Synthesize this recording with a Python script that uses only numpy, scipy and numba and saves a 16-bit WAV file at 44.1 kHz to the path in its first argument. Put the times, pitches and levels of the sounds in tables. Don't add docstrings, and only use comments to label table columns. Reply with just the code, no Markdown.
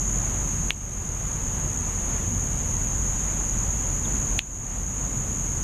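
import sys
import numpy as np
from scipy import signal
from scipy.fft import rfft, irfft
from scipy.io import wavfile
from scipy.ndimage import map_coordinates
from numba import njit

SR = 44100
rng = np.random.default_rng(int(sys.argv[2]) if len(sys.argv) > 2 else 0)


def int16_out(signal):
    q = np.round(np.clip(np.atleast_2d(signal).T, -1, 1) * 32767)
    wavfile.write(sys.argv[1], SR, q.astype(np.int16))


N = 248283
T = np.arange(N) / SR


def undb(db):
    return 10 ** (np.asarray(db) / 20)


def level(x, db):
    return x * undb(db) / np.sqrt(np.mean(x ** 2))


def spectrum_db(points, hz):
    point_hz, point_db = np.transpose(points)
    return np.interp(np.log(hz + 1), np.log(point_hz), point_db)


def colour(x, points):
    gain = undb(spectrum_db(points, np.fft.rfftfreq(N, 1 / SR)))
    return irfft(rfft(x) * gain, N)


def noise():
    return rng.standard_normal(N)


def walk(rate):
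    knots = rng.standard_normal(1024)
    drift = map_coordinates(knots, [T[::64] * rate], order=3, mode="wrap")
    return drift[np.arange(N) // 64]


# frequency in Hz, relative density in dB per Hz.
RUMBLE_COLOUR = [(10, -27), (20, -8), (32, -2), (48, -4.5), (72, -6), (88, -1.5), (108, -6), (138, -5),
                 (160, -8.5), (210, -11), (280, -16), (360, -22.5), (600, -35.5), (1500, -61.5)]
# frequency in Hz, relative density in dB per Hz.
WASH_COLOUR = [(150, -18), (400, 1), (700, -1), (1030, -1), (1400, -5), (2000, -7.5), (2800, -10.5),
               (3500, -14.5), (4300, -19.5), (6000, -21), (13000, -27.5)]
# mean pitch in Hz, width of its wander in Hz, level in dB with its
ENGINE_DRONE = (45.5, 7.03, -32)


def distance():
    rumble = level(colour(noise(), RUMBLE_COLOUR), -30.0) * undb(0.76 * walk(5.05))

    hz, width_hz, drone_db = ENGINE_DRONE
    drone_hz = hz + width_hz / 2 * walk(12)
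    drone_tone = np.sin(2 * np.pi * np.cumsum(drone_hz) / SR)
    drone = level(drone_tone * undb(1.4 * walk(6)), drone_db)

    crest_s, swell_s, crest_db = 1.6, 0.56, 1.5
    swell_db = crest_db * np.exp(-np.abs(T - crest_s) / swell_s)
    wash = level(colour(noise(), WASH_COLOUR), -41.0) * undb(swell_db + 0.67 * walk(8))
    return rumble + drone + wash


# start in seconds, length in seconds, start, middle and end pitch in Hz, peak in dB.
MARSH_CHIRPS = [(4.048, 0.014, 3800, 3560, 3000, -36.5), (4.742, .03, 7340, 7400, 7260, -41)]


def chirps():
    out = np.zeros(N)
    for start_s, length_s, *pitch, db in MARSH_CHIRPS:
        progress = np.linspace(0, 1, int(length_s * SR))
        hz = np.polyval(np.polyfit([0, .5, 1], pitch, 2), progress)
        tone = np.sin(2 * np.pi * np.cumsum(hz) / SR)
        i = int(start_s * SR)
        out[i:i + len(progress)] += undb(db) * np.sin(np.pi * progress) * tone
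    return out


def ring(x, hz, width_hz):
    pole = np.exp((2j * np.pi * hz - np.pi * width_hz) / SR)
    return signal.lfilter([1], [1, -pole], x).imag


def scatter(x, t60):
    t = T[:SR // 4]
    tail = rng.standard_normal(len(t)) * np.exp(-np.log(1000) * t / t60)
    return signal.fftconvolve(x, tail / np.linalg.norm(tail))[:N]


# frequency in Hz, relative level in dB.
BODY_COLOUR = [(200, -26), (1200, -16.5), (1800, -7.5), (2700, 1.5), (3450, -1.5), (4400, -11.5),
               (5200, -23), (6200, -18), (7500, -26), (9700, -30), (11000, -50), (15000, -37)]
# frequency in Hz, width in Hz, dB relative to the pulse's peak before
HIGH_RINGS = [(6300, 460, -25), (9500, 450, -40)]


def snap(tilt_db, size=1024):
    hz = np.fft.rfftfreq(size, 1 / SR)
    body_db = spectrum_db(BODY_COLOUR, hz) + tilt_db * np.log2((hz + 100) / 3000)
    cepstrum = irfft(np.log(undb(body_db)))
    cepstrum[1:size // 2] *= 2
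    cepstrum[size // 2 + 1:] = 0
    pulse = irfft(np.exp(rfft(cepstrum)))

    impulse = signal.unit_impulse(size)
    rings = sum(undb(ring_db + tilt_db) * ring(impulse, ring_hz, width_hz)
                for ring_hz, width_hz, ring_db in HIGH_RINGS)
    return pulse / np.abs(pulse).max() + rings


# start in seconds, pulse peak in dB before the limiter, brightness in dB per octave,
# delay of the hull's reflection in seconds, its share of the direct gain.
BOAT_CLICKS = [(0.7062, 2.5, -0.5, 0.00178, 0.15), (4.3917, 4.5, 2, 0.00112, 0.22)]


def clicks():
    out = np.zeros(N)
    for start_s, db, tilt_db, delay_s, share in BOAT_CLICKS:
        pulse = undb(db) * snap(tilt_db)
        for arrival_s, gain in ((start_s, 1), (start_s + delay_s, share)):
            i = int(arrival_s * SR)
            out[i:i + len(pulse)] += gain * pulse
    return out + undb(-17.5) * scatter(out, t60=.1)


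def strokes(rate, wander, grip):
    phase = np.cumsum(rate * (1 + wander * walk(6))) / SR + rng.random()
    return np.exp(grip * np.cos(2 * np.pi * phase))


def insect(hz, rate, width_hz, grip, waver_db):
    slip = np.sqrt(2 * np.pi * width_hz / SR) * noise()
    tone = np.sin(np.cumsum(2 * np.pi * hz / SR + slip))
    song = tone * strokes(rate, wander=0.014, grip=grip)
    return level(song, 0) * undb(waver_db * walk(9))


# frequency in Hz, relative level in dB.
SONG_COLOUR = [(5000, -50), (5650, -24), (5900, -5.5), (6100, -7), (6400, 0.5), (7100, -5), (7300, -8.5),
               (7520, -22), (8500, -33)]


def chorus(hz, spread_hz, rate, rate_spread, db, count):
    carriers = hz + spread_hz * np.linspace(-1, 1, count)
    rates = rate * np.exp(rate_spread * rng.standard_normal(count))
    song = sum(insect(carrier, stroke_rate, width_hz=140, grip=0.97, waver_db=-0.5)
               for carrier, stroke_rate in zip(carriers, rates))
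    return level(colour(song, SONG_COLOUR), db)


# middle carrier in Hz, spread of carriers in Hz to either side, wing strokes per second,
# random spread of stroke rates as a share, level in dB (for the high crowd, before its effort).
LOW_CROWD = (6510, 90, 66, 0.13, -33)
HIGH_CROWD = (6919, 140, 66, -0.04, -32.5)
# time in seconds, dB from full song.
HIGH_CROWD_EFFORT = [(.25, 0.5), (.8, -5), (1.25, -1.5), (2.55, -1.5), (3.35, 1.2), (5.5, -0.9)]
# carrier in Hz, wing strokes per second, level in dB.
NEAREST_INSECT = (6720, 66.3, -37)
# frequency in Hz, relative density in dB per Hz.
RASP_COLOUR = [(3500, -42), (5000, -11.5), (5600, -6), (6500, -2.5), (7700, 1.5), (9000, -1.5),
               (10400, -10), (11800, -6), (12800, -8), (13600, -25.5)]


def insects():
    low = chorus(*LOW_CROWD, count=7)
    effort_db = np.interp(T, *np.transpose(HIGH_CROWD_EFFORT))
    high = chorus(*HIGH_CROWD, count=7) * undb(effort_db)

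    hz, rate, near_db = NEAREST_INSECT
    near_song = insect(hz, rate, width_hz=669.5, grip=0.57, waver_db=0.0)
    near = level(colour(near_song, SONG_COLOUR), near_db)

    rasp_strokes = noise() * strokes(rate, wander=0.019, grip=0.06)
    rasp = level(colour(rasp_strokes, RASP_COLOUR), -46)
    return low + high + near + rasp


@njit
def limiter(x, ceiling, hold_s, release_s):
    y, gain, wait_s = np.empty(len(x)), 1., 0.
    for i in range(len(x)):
        if abs(x[i]) * gain > ceiling:
            gain, wait_s = ceiling / abs(x[i]), hold_s
        elif wait_s > 0:
            wait_s -= 1 / SR
        else:
            gain += (1 - gain) / (release_s * SR)
        y[i] = x[i] * gain
    return y


def scene():
    mono = distance() + chirps() + clicks() + insects()
    return np.array([mono, mono])


def record(dry):
    top_hz = 13300
    held = np.array([limiter(x, float(undb(-6)), hold_s=0.064, release_s=0.53) for x in dry])
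    low_pass = signal.ellip(8, .2, 70, top_hz, fs=SR, output="sos")
    return signal.sosfilt(low_pass, held)


dry = scene()
out = record(dry)
int16_out(out)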